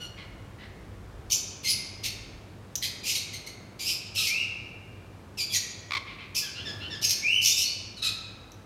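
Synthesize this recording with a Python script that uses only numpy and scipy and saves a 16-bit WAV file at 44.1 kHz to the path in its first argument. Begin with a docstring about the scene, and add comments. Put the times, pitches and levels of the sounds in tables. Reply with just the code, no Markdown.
"""In a hard-walled enclosure inside an echoing building, two conures chatter on a perch over ventilation.
Squawks, chirps, yaps and small talk are harmonic pulses, shaken by roughness, breathed on and throat-filtered.
Two rising whistles are nearly pure slurs; a stuttering croak is a run of low bursts; beak clicks are ringing noise.
Filtered noise makes the moving air and duct rumble, and wavering sines make the hum."""
import sys
import numpy as np
from scipy import signal
from scipy.fft import rfft, irfft, next_fast_len
from scipy.io import wavfile
from scipy.ndimage import map_coordinates

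SR = 44100
rng = np.random.default_rng(int(sys.argv[2]) if len(sys.argv) > 2 else 0)


def int16_out(signal):
    """Quantize to a 16-bit WAV file."""
    q = np.round(np.clip(np.atleast_2d(signal).T, -1, 1) * 32767)
    wavfile.write(sys.argv[1], SR, q.astype(np.int16))


N = 381465
TIME = np.arange(N) / SR


def from_db(db):
    """Decibels to gain."""
    return 10 ** (np.asarray(db) / 20)


def rms_one(x):
    """Scale to unit rms."""
    return x / np.sqrt(np.mean(x ** 2) + 1e-20)


def at_hz(points, hz):
    """Read a table on a log-frequency axis."""
    table = np.array(points)
    return np.interp(np.log(np.maximum(hz, 1)), np.log(table[:, 0]), table[:, 1])


def level_curve(points):
    """Gain in dB over the whole scene, in straight lines between the table's times."""
    return np.interp(TIME, *np.transpose(points))


def colour(x, db_at):
    """Filter by a gain in dB given as a function of frequency."""
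    size = next_fast_len(len(x))
    hz = np.arange(size // 2 + 1) * SR / size
    return irfft(rfft(x, size) * from_db(db_at(hz)), size)[:len(x)]


def low_cut_db(hz, edge_hz, order):
    """Slope of a high-pass in dB."""
    return -10 * np.log10(1 + (edge_hz / np.maximum(hz, 1)) ** (2 * order))


def waver(size, rate):
    """Smooth random drift of spread 1, changing about rate times a second."""
    knots = rng.standard_normal(16384)
    return map_coordinates(knots, [np.arange(size) * rate / SR], order=3, mode="wrap")


def add(out, start, sound):
    """Mix a sound in at its time in seconds."""
    at = max(round(start * SR), 0)
    out[at:at + len(sound)] += sound[:N - at]


# tone of the moving air: f/Hz, gain/dB
AIR_SPECTRUM = [(15, -38), (25, -7), (99, 3), (133, -8), (198, -10.5), (227, -13.5), (322, -13), (848, -22),
                (1300, -24), (2060, -30), (2770, -32.5), (3630, -35), (4040, -36), (8810, -43.5),
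                (15500, -51)]
# course of the moving air, before its trim: t/s, level/dB
AIR_COURSE = [(0, -50), (6.55, -51.5), (6.7, -45.5), (7.4, -52.5), (8.65, -51.5)]
# rough, irregular level of the low rumble: t/s, level/dB
RUMBLE_COURSE = [(0.0, -56), (1.16, -48), (1.2, -44), (1.59, -62), (2.36, -48.5), (2.43, -62), (3.06, -56),
                 (3.13, -75), (4.26, -60), (7.76, -67), (8.12, -56), (8.65, -60)]
# partials of the motor hum, about which each wavers: f/Hz, level/dB
HUM_PARTIALS = [(51, -65.5), (100.3, -55.5), (200, -64)]


def ventilation(air_trim_db=3, rumble_hz=72, hum_waver_db=3.5, hum_waver_rate=9, hum_slip_rad=0.85):
    """Broad noise of moving air, a low noise band in the duct, and a motor hum unsteady in level and phase."""
    hiss = rng.standard_normal(N)
    air = rms_one(colour(hiss, lambda hz: at_hz(AIR_SPECTRUM, hz) + low_cut_db(hz, 109.8, order=3)))
    air = air * from_db(air_trim_db + level_curve(AIR_COURSE))

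    duct = signal.butter(2, [0.57 * rumble_hz, rumble_hz], "band", fs=SR, output="sos")
    rumble = rms_one(signal.sosfilt(duct, rng.standard_normal(N)))
    rumble = rumble * from_db(level_curve(RUMBLE_COURSE))

    hum = np.zeros(N)
    for hz, level_db in HUM_PARTIALS:
        gain = from_db(level_db + hum_waver_db * waver(N, hum_waver_rate))
        slip = hum_slip_rad * waver(N, hum_waver_rate)
        hum += gain * rms_one(np.sin(2 * np.pi * hz * TIME + slip))
    return air + rumble + hum


# ring of the building, time to fall 60 dB: f/Hz, t60/s
HALL_RING = [(1000, 2.4), (2500, 1.19), (4000, 0.91), (6000, 0.82), (9000, 0.59), (15000, 0.29)]


def enclosure(near_db=-2, near_t60=0.23, near_gap_s=.002, echoes_per_s=2500, hall_db=-7, hall_build_s=0.0077):
    """Echo response: quick reflections off the near walls, then the building's long tail, dying sooner in the treble."""
    t = TIME[:2 * SR]
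    sparse = rng.standard_normal(len(t)) * (rng.random(len(t)) < echoes_per_s / SR)
    near = sparse * (t > near_gap_s) * from_db(-60 * t / near_t60)

    # the tail is noise split into bands, each with its own decay
    white = rfft(rng.standard_normal(len(t)))
    hz = np.arange(len(white)) * SR / len(t)
    edges = np.geomspace(500, 20000, 15)
    hall = np.zeros(len(t))
    for low, high in zip(edges, edges[1:]):
        band = irfft(white * ((hz >= low) & (hz < high)))
        hall += band * from_db(-60 * t / at_hz(HALL_RING, np.sqrt(low * high)))
    hall = hall * (1 - np.exp(-t / hall_build_s))
    return (from_db(near_db) * rms_one(near) + from_db(hall_db) * rms_one(hall)) / np.sqrt(len(t))


# beak clicks, level at the onset: t/s, level/dB
BEAK_CLICKS = [(2.755, -23), (2.759, -22), (8.519, -45)]
# ring of the beak: f/Hz, gain/dB
BEAK_SPECTRUM = [(1000, -45), (3500, -16), (4800, -17), (5700, -3.5), (6250, -1.5), (7400, -21),
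                 (10000, -29), (12500, -15), (15500, -28)]


def beak_clicks(t60=0.022):
    """The horn of the beak snaps and rings for a moment: coloured noise with a fast decay."""
    out, t = np.zeros(N), TIME[:SR // 20]
    for start, level_db in BEAK_CLICKS:
        snap = rms_one(colour(rng.standard_normal(len(t)), lambda hz: at_hz(BEAK_SPECTRUM, hz)))
        add(out, start, from_db(level_db - 60 * t / t60) * snap)
    return out


def syrinx(pitch):
    """Pulses of the vibrating membranes: up to 14 equal harmonics."""
    phase = 2 * np.pi * np.cumsum(pitch) / SR
    return rms_one(sum(np.sin(k * phase) * (k * pitch < SR / 2) for k in range(1, 15)))


# throat of the croak: f/Hz, gain/dB
CROAK_SPECTRUM = [(700, -2), (1100, -0.5), (2300, 5.5), (3100, -4.5), (3900, 2.5), (5500, -11),
                  (7000, -21.5), (14000, -39)]
# starts of the first and last burst, and the exponent that spreads out the later ones
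CROAK_START_S, CROAK_END_S, CROAK_SLOWING = 5.908, 5.967, 1.2
CROAK_FIRST_BURST_S, CROAK_LAST_BURST_S = 0.003, .015
CROAK_HZ, CROAK_SAG_OCT = 1243, 0.196
# the level peaks at the crest, a fraction of the run, and falls off with the square of the distance
CROAK_DB, CROAK_CREST, CROAK_FADE_DB = -25, 0.45, 4.5


def croak(jitter=0.08, jitter_rate=1200, count=5):
    """Short low bursts, each starting abruptly; the run slows, sags in pitch, swells and fades."""
    out = np.zeros(N)
    for along in np.linspace(0, 1, count):
        start = CROAK_START_S + (CROAK_END_S - CROAK_START_S) * along ** CROAK_SLOWING
        size = int(np.interp(along, [0, 1], [CROAK_FIRST_BURST_S, CROAK_LAST_BURST_S]) * SR)
        level_db = CROAK_DB - CROAK_FADE_DB * (along - CROAK_CREST) ** 2
        pitch = CROAK_HZ * 2 ** (-CROAK_SAG_OCT * along)
        pulses = syrinx(pitch * (1 + jitter * waver(size, jitter_rate)))
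        voice = rms_one(colour(pulses, lambda hz: at_hz(CROAK_SPECTRUM, hz)))
        burst = np.interp(np.linspace(0, 1, size), [0, .06, .75, 1], [0.16, 0.91, 0.82, 0.33])
        add(out, start, from_db(level_db) * voice * burst)
    return out


# rising whistles, level before the fades and room mix: t/s, top f/Hz, level/dB
RISING_WHISTLES = [(4.268, 2813, -28.5), (7.220, 3005, -23.5)]
# overtones 2 to 5 of a whistle before strain: level/dB relative to the fundamental
OVERTONES_DB = [-19, -28, -40, -35]
WHISTLE_RISE_S, WHISTLE_DROOP_S = .143, 0.0475
WHISTLE_RISE_OCT, WHISTLE_DROOP_OCT = .47, 0.225


def whistles(jitter=0.02, jitter_rate=300, attack_s=0.04, release_s=0.034, rise_ease=1.45,
             strain_db_per_oct=25, easy_hz=3000):
    """Nearly pure upward slurs that level off and droop; overtones open up as the pitch is strained higher."""
    out = np.zeros(N)
    t = np.arange(0, WHISTLE_RISE_S + WHISTLE_DROOP_S, 1 / SR)
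    rise = WHISTLE_RISE_OCT * np.maximum(1 - t / WHISTLE_RISE_S, 0) ** rise_ease
    droop = WHISTLE_DROOP_OCT * np.maximum((t - WHISTLE_RISE_S) / WHISTLE_DROOP_S, 0) ** 2
    fade = np.clip(np.minimum(t / attack_s, (t[-1] - t) / release_s), 0, 1)
    for start, top_hz, level_db in RISING_WHISTLES:
        hz = top_hz * 2 ** -(rise + droop)
        phase = 2 * np.pi * np.cumsum(hz * (1 + jitter * waver(len(t), jitter_rate))) / SR
        overtones = sum(from_db(db) * np.sin(k * phase) for k, db in enumerate(OVERTONES_DB, 2))
        strain = from_db(strain_db_per_oct * np.log2(hz / easy_hz))
        tone = rms_one(np.sin(phase) + overtones * strain)
        add(out, start, tone * fade * from_db(level_db))
    return out


# fixed colour of the throat: f/Hz, gain/dB
THROAT_SPECTRUM = [(1300, -2.5), (1750, 0), (2400, 0), (3300, 2), (4500, 3), (6700, 0), (7600, -7),
                   (9600, -3), (10500, -8.5), (12500, -1.5), (14200, -12.5), (15800, -19)]


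def syllable(length, level_db, pitch_hz, glide, rough, throat_hz, throat_db, treble_db,
             jitter=.06, jitter_rate=1000, wobble=.10, wobble_rate=140, flutter_db=3.5, flutter_rate=400,
             lock_rate=80, leak=0.44, resonance_width_hz=700, treble_edge_hz=6000,
             attack_s=0.021, swell=0.55, release=0.26):
    """One note; pressed hard, the syrinx turns chaotic: pitch and strength shake, harmonics smear into a screech."""
    size = int(length * SR)
    along = np.linspace(0, 1, size)
    pitch = pitch_hz * 2 ** (glide * (along - .5))
    # the membranes slip in and out of regular vibration
    chaos = rough * np.clip(1 + waver(size, lock_rate), 0, 2)
    shake = chaos * jitter * waver(size, jitter_rate) + rough * wobble * waver(size, wobble_rate)
    pulses = syrinx(pitch * np.exp(shake))
    # turbulent air escapes with every opening
    hiss = rms_one(rng.standard_normal(size) * np.sqrt(np.abs(pulses)))

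    def throat_gain_db(hz):
        """Fixed colour, one movable resonance, a treble slope and a steep cut below the pitch."""
        resonance = throat_db / (1 + ((hz - throat_hz) / resonance_width_hz) ** 2)
        treble = treble_db * np.log2(np.maximum(hz / treble_edge_hz, 1))
        return at_hz(THROAT_SPECTRUM, hz) + resonance + treble + low_cut_db(hz, 0.92 * pitch.min(), order=12)

    voice = colour(pulses + (leak + .5 * chaos) * hiss, throat_gain_db)
    voice = rms_one(voice * from_db(flutter_db * rough * waver(size, flutter_rate)))
    # air pressure builds up to the crest, then drops, fastest at the very end
    crest = min(attack_s / length, .55)
    pressure = np.interp(along, [0, crest, 1], [0, 1, 0]) ** np.where(along < crest, swell, release)
    return from_db(level_db) * pressure * voice


# In all the call tables below, level is before the pressure envelope and room mix, and f is the mid-note pitch.
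# soft rising mutters through a closed beak: t/s, level/dB, f/Hz, glide/octaves, roughness (0 = clear)
SOFT_MUTTERS = [(0.162, -45, 1097, 0.064, 0.85), (0.585, -45.5, 999, 0.055, .9),
                (6.055, -42, 1130, 0.13, .8), (6.178, -43, 1200, 0.067, 0.9), (6.548, -39, 1503, .42, 0.3),
                (6.800, -38.5, 1417, 0.21, .3)]
MUTTER_S, MUTTER_FOCUS_DB, MUTTER_TREBLE_DB_PER_OCT = 0.072, 13.5, -30
# soft, clear falling mews: t/s, level/dB, f/Hz, glide/octaves
SOFT_MEWS = [(6.417, -38.5, 1617, -0.21), (6.648, -35, 1743, -.17), (6.898, -36.5, 1752, -0.22)]
MEW_S, MEW_ROUGH, MEW_FOCUS_DB, MEW_TREBLE_DB_PER_OCT = .066, .13, 0.5, -27


def small_talk():
    """Quiet, dull notes: mutters rise, mews fall; the throat follows the second harmonic."""
    out = np.zeros(N)
    for start, level_db, pitch_hz, glide, rough in SOFT_MUTTERS:
        add(out, start, syllable(MUTTER_S, level_db, pitch_hz, glide, rough, 2 * pitch_hz,
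                                 MUTTER_FOCUS_DB, MUTTER_TREBLE_DB_PER_OCT, treble_edge_hz=4200))
    for start, level_db, pitch_hz, glide in SOFT_MEWS:
        add(out, start, syllable(MEW_S, level_db, pitch_hz, glide, MEW_ROUGH, 2 * pitch_hz,
                                 MEW_FOCUS_DB, MEW_TREBLE_DB_PER_OCT, leak=0.33, treble_edge_hz=5150))
    return out


# nasal yaps, all on one pitch with a strong third harmonic: t/s, length/s, level/dB
NASAL_YAPS = [(4.173, 0.038, -27), (7.966, 0.032, -40.5), (8.019, .080, -26.5)]
YAP_HZ, YAP_GLIDE_OCT, YAP_ROUGH = 1316, -.11, 0.379
YAP_THROAT_HZ, YAP_FOCUS_DB, YAP_TREBLE_DB_PER_OCT = 4090, 16, -44


def yaps():
    """Low, buzzy notes, full up to a steep treble edge; the throat rings near the third harmonic."""
    out = np.zeros(N)
    for start, length, level_db in NASAL_YAPS:
        add(out, start, syllable(length, level_db, YAP_HZ, YAP_GLIDE_OCT, YAP_ROUGH, YAP_THROAT_HZ, YAP_FOCUS_DB,
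                                 YAP_TREBLE_DB_PER_OCT, treble_edge_hz=10400, attack_s=0.01))
    return out


# clear notes, many of them inside a squawk; the first row is the dying end of a call already under way:
# t/s, length/s, level/dB, f/Hz, glide/octaves, gain around the second harmonic/dB (negative dulls it)
CLEAR_CHIRPS = [ (0.000, .060, -40, 1431, -.05, 10.5), (1.332, .018, -26, 3590, 0.0063, 23),
                (1.644, 0.043, -27, 2150, .015, 1.5), (1.686, 0.039, -24, 5016, -0.0063, 10.5),
                (3.033, .020, -34, 2420, 0.079, -2), (5.387, 0.039, -25, 2402, -0.048, 5.5),
                (5.494, 0.044, -35.5, 3330, -0.14, -11), (5.548, 0.029, -31, 1927, -0.14, -7),
                (5.553, 0.021, -27.5, 3300, 0.0048, 28), (7.046, 0.014, -20.5, 3260, -0.051, 26),
                (7.475, .043, -27.5, 3350, 0.048, 26), (7.507, 0.036, -28, 3670, .17, 3),
                (7.625, 0.1, -30.5, 2203, .22, 24), (8.032, 0.044, -31.5, 2510, -0.037, -8)]
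CHIRP_ROUGH, CHIRP_TREBLE_DB_PER_OCT = 0.142, -9


def chirps():
    """The membranes vibrate almost regularly; the throat boosts or dulls the second harmonic."""
    out = np.zeros(N)
    for start, length, level_db, pitch_hz, glide, second_db in CLEAR_CHIRPS:
        add(out, start, syllable(length, level_db, pitch_hz, glide, CHIRP_ROUGH, 2 * pitch_hz, second_db,
                                 CHIRP_TREBLE_DB_PER_OCT, attack_s=0.017))
    return out


# harsh squawks: t/s, length/s, level/dB, f/Hz, glide/octaves, roughness (0 = clear), throat resonance f/Hz
HARSH_SQUAWKS = [ (1.299, 0.025, -27.5, 2600, -0.0064, 1.02, 4600),
                 (1.312, 0.029, -19.5, 2567, -0.000077, 1.02, 5950),
                 (1.632, 0.025, -33.5, 2300, 0.032, 0.87, 4300), (1.665, 0.054, -24.5, 2392, 0, 0.98, 4980),
                 (2.031, 0.042, -27.5, 2200, -0.13, 0.95, 4230),
                 (2.818, 0.046, -25.5, 2076, -0.1, .85, 4000),
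                 (3.049, 0.087, -26.5, 2400, -0.062, 0.79, 6900), (3.137, .045, -27.5, 2440, 0, 1.13, 4170),
                 (3.328, .026, -34.5, 2080, 0.034, 0.55, 4100),
                 (3.463, 0.018, -36, 2102, 0.063, 0.35, 6600), (3.790, 0.065, -31.5, 2434, 0.096, .7, 2600),
                 (3.844, 0.09, -26.5, 2546, -0.045, .4, 5200), (4.145, 0.12, -27, 2607, -0.074, 0.54, 2530),
                 (4.248, .044, -25.5, 2280, -.13, 0.85, 5550), (5.372, 0.021, -32, 2620, -.15, 0.3, 5350),
                 (5.517, .050, -24, 2447, -0.27, 0.74, 5700),
                 (6.346, 0.049, -23.5, 2603, -0.19, 0.86, 5950),
                 (7.013, 0.045, -22.5, 2797, -0.41, 0.83, 5310), (7.079, 0.039, -21.5, 2407, 0, 1.37, 5600),
                 (7.411, 0.12, -22, 2510, 0.044, 1.05, 5750), (7.551, 0.087, -24.5, 2722, 0.14, 0.59, 5600)]
EASY_DB, EASY_TREBLE_DB_PER_OCT = -28.5, -6   # above this level the bird strains
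# strain sharpens the throat resonance and lifts the treble slope, per dB above the easy level
FOCUS_DB_PER_DB, TREBLE_DB_PER_DB = 1.93, 0.95


def squawks():
    """Rough calls: the harder the bird strains, the more piercing and bright."""
    out = np.zeros(N)
    for start, length, level_db, pitch_hz, glide, rough, throat_hz in HARSH_SQUAWKS:
        strain_db = max(level_db - EASY_DB, 0)
        focus_db = FOCUS_DB_PER_DB * strain_db
        treble_db = EASY_TREBLE_DB_PER_OCT + TREBLE_DB_PER_DB * strain_db
        add(out, start, syllable(length, level_db, pitch_hz, glide, rough, throat_hz, focus_db, treble_db,
                                 resonance_width_hz=780, attack_s=0.029, swell=0.64))
    return out


def scene(call_direct_db=-3, croak_echo_db=-8, click_echo_db=-3):
    """The calls fill the room; the croak and clicks arrive drier, and the ventilation gets no added echo."""
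    calls = squawks() + chirps() + yaps() + small_talk() + whistles()
    croaks, clicks = croak(), beak_clicks()
    into_room = calls + from_db(croak_echo_db) * croaks + from_db(click_echo_db) * clicks
    echoes = signal.fftconvolve(into_room, enclosure())[:N]
    direct = from_db(call_direct_db) * calls + croaks + clicks
    return (direct + echoes + ventilation())[None]


def record(dry, cutoff_hz=15850):
    """A steep low-pass cuts off the top."""
    low_pass = signal.ellip(12, .1, 80, cutoff_hz, fs=SR, output="sos")
    return signal.sosfilt(low_pass, dry)


dry = scene()
out = record(dry)
int16_out(out)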